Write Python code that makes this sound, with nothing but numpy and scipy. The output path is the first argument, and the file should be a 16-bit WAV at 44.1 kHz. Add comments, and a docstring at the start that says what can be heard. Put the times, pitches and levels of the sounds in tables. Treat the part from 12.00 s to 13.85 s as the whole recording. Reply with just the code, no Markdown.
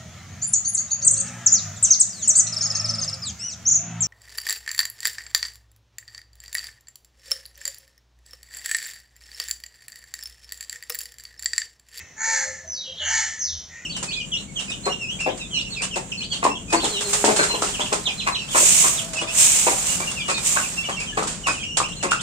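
"""Crows, whistles and coos among trees

A crow caws twice from a tree and another calls far off: pulsed membrane partials and noise through a throat. A
small bird whistles falling glides and a dove coos, as bending sine tones. Two more faint tones sound: a thin,
very high line and, as the second caw begins, a steady 4.4 kHz ring from the crow's nearly shut beak. Leaves and
trunks scatter all of these into a dense noise tail. Under them lie a distant engine hum (narrow noise), a dull
low rumble and outdoor hiss (coloured noise)."""
import sys
import numpy as np
from scipy import signal
from scipy.fft import rfft, irfft
from scipy.io import wavfile

SR = 44100
rng = np.random.default_rng(int(sys.argv[2]) if len(sys.argv) > 2 else 0)


def amplitude_ratio(level_db):
    """Convert a level in decibels to the matching linear amplitude (field) ratio."""
    exponent = np.asarray(level_db, float) / 20
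    return 10 ** exponent


def generate_wav(sig):
    """Save sig (samples, or channels by samples) to the path in sys.argv[1] as 16-bit PCM at SR."""
    pcm = np.round(np.clip(np.atleast_2d(sig).T, -1, 1) * 32767).astype(np.int16)
    wavfile.write(sys.argv[1], SR, pcm)


N = 81585


def rms_one(x):
    """Scale to unit rms."""
    return x / np.sqrt(np.mean(x ** 2) + 1e-20)


def at_hz(points, hz):
    """Interpolate a table over log frequency."""
    f_hz, value = np.transpose(points)
    return np.interp(np.log(np.maximum(hz, 1)), np.log(f_hz), value)


def in_time(rows):
    """Columns joined by lines in time, then a gate open only within the table."""
    s, *columns = np.transpose(rows)
    t = np.arange(N) / SR
    return [np.interp(t, s, c) for c in columns] + [(t >= s[0]) & (t <= s[-1])]


def drift(rate_hz):
    """Unit-rms noise through a two-pole lowpass."""
    r = np.exp(-2 * np.pi * rate_hz / SR)
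    settled = signal.lfilter([1], [1, -2 * r, r * r], rng.standard_normal(N + SR))[SR:]
    return rms_one(settled)


def phase_of(hz):
    """Phase in radians: the running integral of frequency."""
    return 2 * np.pi * np.cumsum(hz) / SR


def colour(x, spectrum):
    """Filter by a table of gain over frequency."""
    return irfft(rfft(x) * amplitude_ratio(at_hz(spectrum, np.fft.rfftfreq(N, 1 / SR))), N)


def bandpass(x, low_hz, high_hz):
    """Butterworth bandpass."""
    return signal.sosfilt(signal.butter(2, [low_hz, high_hz], "band", fs=SR, output="sos"), x)


# hiss spectrum: f/Hz, relative gain/dB
AIR_SPECTRUM = [(15, -38), (30, -12.5), (80, -8), (126, -6.5), (171, -5.5), (290, -12.5), (600, -12.5),
                (1170, -16.5), (1830, -14.5), (3100, -20), (4980, -22), (6050, -6), (8000, -28),
                (9500, -33.5), (11500, -37.5), (14000, -34), (16000, -35)]
# hiss correlation between channels: f/Hz, likeness/-1..1
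AIR_LIKENESS = [(30, .99), (150, .995), (300, .9), (600, .9), (1500, .9), (4000, .75), (9000, .1),
                (16000, -.1)]


def air():
    """Steady outdoor hiss, less alike in both channels towards the treble."""
    level_db = -51
    alike = np.clip(at_hz(AIR_LIKENESS, np.fft.rfftfreq(N, 1 / SR)), -1, 1)
    mid, side = rfft(rng.standard_normal((2, N)))
    pair = irfft(np.sqrt(1 + alike) * mid + np.sqrt(1 - alike) * side * [[1], [-1]], N)
    return amplitude_ratio(level_db) * rms_one(colour(pair, AIR_SPECTRUM))


# engine fundamental: t/s, level/dB
HUM = [(0.0, -63), (0.036, -45), (0.06, -60), (0.448, -65.5), (0.474, -49), (0.608, -61), (0.644, -53),
       (1.076, -53), (1.102, -53), (1.436, -58), (1.534, -44.5), (1.586, -46.5), (1.808, -58.5),
       (1.85, -63)]


def engine():
    """Firing-rate tone and its octave, each spread into narrow noise; the octave's set level is constant."""
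    firing_hz, width_hz, octave_db = 81.2, 3.9, -65
    level_db, _ = in_time(HUM)
    t, out = np.arange(N) / SR, 0
    for k, gain_db in ((1, level_db), (2, octave_db)):
        carrier = np.exp(2j * np.pi * k * firing_hz * t)
        wander = 0.98 + drift(k * width_hz) + 1j * drift(k * width_hz)
        out = out + amplitude_ratio(gain_db) * rms_one(np.real(carrier * wander))
    return out


def rumble():
    """One dull low rumble: band noise with a short onset and exponential decay."""
    start_s, level_db, t60_s, attack_s = 1.475, -47.5, 0.91, 0.016
    since_s = np.arange(N) / SR - start_s
    low = rms_one(bandpass(rng.standard_normal(N), 35, 87))
    return low * amplitude_ratio(level_db - 60 * np.abs(since_s) / t60_s) * np.clip(since_s / attack_s, 0, 1)


# foliage decay before the extra late loss: f/Hz, T60/s
TAIL_T60 = [(300, 0.66), (900, 0.36), (2000, 0.79), (3000, 0.78), (4300, 0.76), (6500, 0.82), (10000, 0.77)]
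# opposed part of the tail re common part: f/Hz, level/dB
TAIL_UNLIKE = [(200, -34.5), (700, -22.5), (3000, -19.5), (6000, -57), (10000, -6)]


def foliage(rise_s):
    """Stereo response of dense leaf and trunk echoes: noise that builds up, then dies band by band."""
    late_s = 0.49  # a further 20 dB lost by then, growing as time squared
    t, out = np.arange(SR) / SR, 0
    edges_hz = 150 * 2 ** np.arange(0, 7.1, .5)
    noise = rng.standard_normal((2, SR))
    for low, high in zip(edges_hz, edges_hz[1:]):
        hz = np.sqrt(low * high)
        mid, side = bandpass(noise, low, high)
        band = mid + amplitude_ratio(at_hz(TAIL_UNLIKE, hz)) * side * np.array([[1], [-1]])
        decay_db = -60 * t / at_hz(TAIL_T60, hz) - 20 * (t / late_s) ** 2
        band = band * amplitude_ratio(decay_db) * (1 - np.exp(-t / rise_s))
        # energy by bandwidth, near 1 in all
        out = out + band * np.sqrt((high - low) / np.sum(band[0] ** 2) / edges_hz[-1])
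    return out


def among_trees(x, direct_db, rise_s):
    """Direct sound plus the scattered tail."""
    tail = signal.fftconvolve(x[None], foliage(rise_s), axes=1)[:, :N]
    return amplitude_ratio(direct_db) * x + tail


# coos, level before the space: start/s, length/s, f/Hz, fall/Hz, level/dB
COOS = [(0.273, 0.25, 535.7, 13, -44), (0.457, 0.043, 599, -2, -43.5), (0.551, 0.12, 604, -9.5, -68),
        (0.646, 0.018, 650, 5, -44), (0.711, 0.079, 545, 16, -56), (0.875, 0.039, 522, -10, -44.5),
        (0.882, 0.071, 649, -40, -59.5), (0.958, 0.019, 430, -13, -55.5), (1.006, .05, 611, 13, -42.5),
        (1.073, 0.013, 690, 7, -43.5)]


def dove():
    """Soft, slightly bending sine tones with rounded ends."""
    edge_s = 0.0075
    t, out = np.arange(N) / SR, 0
    for start, length, hz, fall, level_db in COOS:
        shape = np.clip(np.minimum(t - start, start + length - t) / edge_s + .5, 0, 1)
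        pitch_hz = hz - fall * np.clip((t - start) / length, 0, 1)
        tone = np.sqrt(2) * np.sin(phase_of(pitch_hz))
        out = out + amplitude_ratio(level_db) * np.sin(np.pi / 2 * shape) ** 2 * tone
    return out


# one table per tone, level before the space: t/s, f/Hz, level/dB # the first is a faint, thin, very high line;
# the fifth a faint, steady 4.4 kHz ring of the near # crow's nearly shut beak as its second caw begins; the
# others are the small bird's whistles
TONES = [
    [(.24, 11300, -92.5), (.3, 11350, -54.5), (.42, 11500, -68), (.47, 11500, -75.5)],
    [(.664, 6230, -76), (.678, 6135, -13), (.695, 5880, -32), (.715, 5480, -23.5), (.73, 5200, -36.5),
     (.745, 4600, -22), (.758, 4150, -31.5), (.778, 3790, -24.5), (.8, 3670, -37), (.83, 3250, -39.5),
     (.865, 2705, -35.5), (.88, 2750, -54)],
    [(.85, 3300, -56.5), (.862, 3250, -16), (.885, 3080, -27), (.9, 3200, -28.5), (.91, 3200, -64.5)],
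    [(.96, 4150, -26.5), (.968, 3900, -33.5), (.98, 3500, -22), (.995, 3150, -19), (1.015, 2850, -19),
     (1.04, 2750, -29), (1.06, 3115, -34.5), (1.1, 2923, -33), (1.125, 3070, -48.5)],
    [(.995, 4300, -38), (1.02, 4380, -35), (1.07, 4410, -42), (1.1, 4250, -62.5)],
    [(1.042, 6380, -46.5), (1.054, 6266, -7.5), (1.07, 5888, -26), (1.088, 5580, -31.5), (1.11, 4880, -29),
     (1.145, 3916, -33), (1.18, 3020, -23.5), (1.2, 2900, -44)],
    [(1.384, 6550, -49), (1.394, 6430, -8), (1.408, 5800, -14.5), (1.42, 5350, -20.5), (1.435, 4810, -24),
     (1.465, 4070, -28.5), (1.478, 3850, -26), (1.495, 3470, -29.5), (1.515, 3146, -48), (1.535, 3110, -32)],
]


def high_tones():
    """Whistles and two faint tones: sines on pitch curves, unsteady in pitch and level."""
    warble_share, grain_db = 0.00601, 2.5
    out = 0
    for rows in TONES:
        hz, level_db, gate = in_time(rows)
        tone = np.sqrt(2) * np.sin(phase_of(hz * (1 + warble_share * drift(52.4))))
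        out = out + amplitude_ratio(level_db + grain_db * drift(55.0)) * gate * tone
    return out


# colour of the nearly shut beak: f/Hz, gain/dB
SHUT_BEAK = [(700, 3.5), (1000, 5), (1400, 11), (1800, 2), (2300, 0.5), (2700, -26), (3800, -29),
             (4350, -6), (4900, -29), (5700, -13.5), (6500, 0.5), (7200, 1), (7900, -7), (8500, -28.5)]


def caw(rows, throat):
    """Membrane partials and per-cycle noise puffs, fluttered by a slower rattle, through beak and throat."""
    jitter_share, shimmer_db = 0.00811, 0.5
    rattle_hz, rattle_wander_share = 81.12, 0.0423
    rattle_depth, bend_share, bend_lead_rad = 0.2, .032, 1.035
    hz, level_db, noisy, opening, gate = in_time(rows)
    noisy, opening = np.clip(noisy, 0, 1), np.clip(opening, 0, 1)

    # second, slower membrane flutter: moves level and pitch
    rattle = phase_of(rattle_hz * (1 + rattle_wander_share * drift(11.0)))
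    bend = bend_share * np.cos(rattle + bend_lead_rad)
    phase = phase_of(hz * (1 + jitter_share * drift(112.0) + bend))
    turns = rng.uniform(0, 2 * np.pi, 24)
    partials = rms_one(sum(np.cos(k * phase + turn) for k, turn in enumerate(turns, 1)))
    puffs = rms_one(rng.standard_normal(N) * (0.88 + np.cos(phase)))

    source = np.sqrt(1 - noisy) * partials + np.sqrt(noisy) * puffs
    source = source * (1 + rattle_depth * np.cos(rattle)) * amplitude_ratio(shimmer_db * drift(45.))
    voiced = source * amplitude_ratio(level_db) * gate
    beak = voiced * opening + colour(voiced * (1 - opening), SHUT_BEAK)
    return colour(beak, throat) / np.std(colour(source, throat))


# one table per far caw, level before the space: t/s, f/Hz, level/dB, noise share/0-1, beak opening/0-1
FAR_CAWS = [
    [(0, 458, -33, 0.9, 1), (.02, 433.2, -35, 0, 1), (.04, 475, -56, 0.2, .9)],
    [(1.67, 469.8, -64.5, 0.9, 1), (1.72, 468.6, -41, 0.6, 0.3), (1.77, 459, -37.5, 0.4, 1),
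     (1.81, 484, -38.5, 0.5, 0.4), (1.85, 475.6, -46, 0, 0.6)],
]
# far crow spectrum: f/Hz, relative gain/dB
FAR_THROAT = [(710, -68), (1200, -48), (1400, -28.5), (1670, -26.5), (1860, -9.5), (2050, -5),
              (2250, -22.5), (2550, -10), (2780, -28), (3850, -31), (5210, -34), (6900, -17), (7500, -31),
              (8000, -34), (10400, -70), (17600, -120)]


def far_crow():
    """Membrane caws with the distant crow's spectrum."""
    return sum(caw(rows, FAR_THROAT) for rows in FAR_CAWS)


# one table per near caw, level before the space: t/s, f/Hz, level/dB, noise share/0-1, beak opening/0-1
CAWS = [
    [(.165, 425, -47, 0.1, 0.05), (.185, 432.2, -33.5, 0.4, 0.2), (.215, 436, -22.5, 0.85, 0.24),
     (.25, 451.2, -21, 0.18, 0.79), (.33, 451.4, -20, 0.47, 1), (.36, 430.3, -19.5, 0.3, 0.93),
     (.41, 417, -23, 0.73, 1), (.44, 405, -22, 0.7, 0.5), (.47, 426, -49, 1, .7)],
    [(.96, 430.6, -72.5, 0.82, 0.06), (1.0, 430.7, -42, 0.6, 0), (1.03, 421.7, -27, 0.8, 0.3),
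     (1.07, 433.9, -20.5, 0.9, .3), (1.11, 442.7, -17.5, 0.81, 0.75), (1.16, 446.9, -17.5, 0.29, .95),
     (1.21, 426.2, -18, 0.5, 0.99), (1.245, 378.9, -23, .2, 1), (1.265, 358, -31, .3, 1),
     (1.29, 337, -60, 0, 0.8)],
]
# near crow spectrum: f/Hz, relative gain/dB
THROAT = [(410, -62), (660, -24), (760, -18.5), (900, -12), (1000, -19), (1120, -27.5), (1290, -21.5),
          (1510, -10), (1780, -1), (1970, -5), (2280, -8.5), (2420, -11.5), (2540, -26), (2760, -18.5),
          (3050, -32), (3400, -22.5), (3800, -23.5), (4300, -10.5), (4750, -14.5), (5250, -14.5),
          (5650, -14), (6000, -3.5), (6300, -5.5), (6700, 0.5), (7300, -10.5), (7800, -19.5), (9000, -27),
          (9600, -34), (10000, -73.5), (22000, -120)]


def near_crow():
    """Two membrane caws through the near crow's throat."""
    return sum(caw(rows, THROAT) for rows in CAWS)


def scene():
    """All voices in their space; calls reach the right side slightly first."""
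    left_lag_s = 2.3e-5
    birds = among_trees(dove(), direct_db=-2.5, rise_s=0.011)
    birds = birds + among_trees(high_tones(), direct_db=-21, rise_s=.009)
    birds = birds + among_trees(far_crow() + near_crow(), direct_db=-5.5, rise_s=0.0029)
    # half the lag each way
    lag = np.exp(-1j * np.pi * np.fft.rfftfreq(N, 1 / SR) * left_lag_s * np.array([[1], [-1]]))
    return air() + engine() + rumble() + irfft(rfft(birds) * lag, N)


def roll_off(x):
    """The treble ends steeply here."""
    return signal.sosfilt(signal.butter(12, 15750, fs=SR, output="sos"), x)


def record(dry):
    """Finished stereo output of the mix."""
    return roll_off(dry)


dry = scene()
out = record(dry)
generate_wav(out)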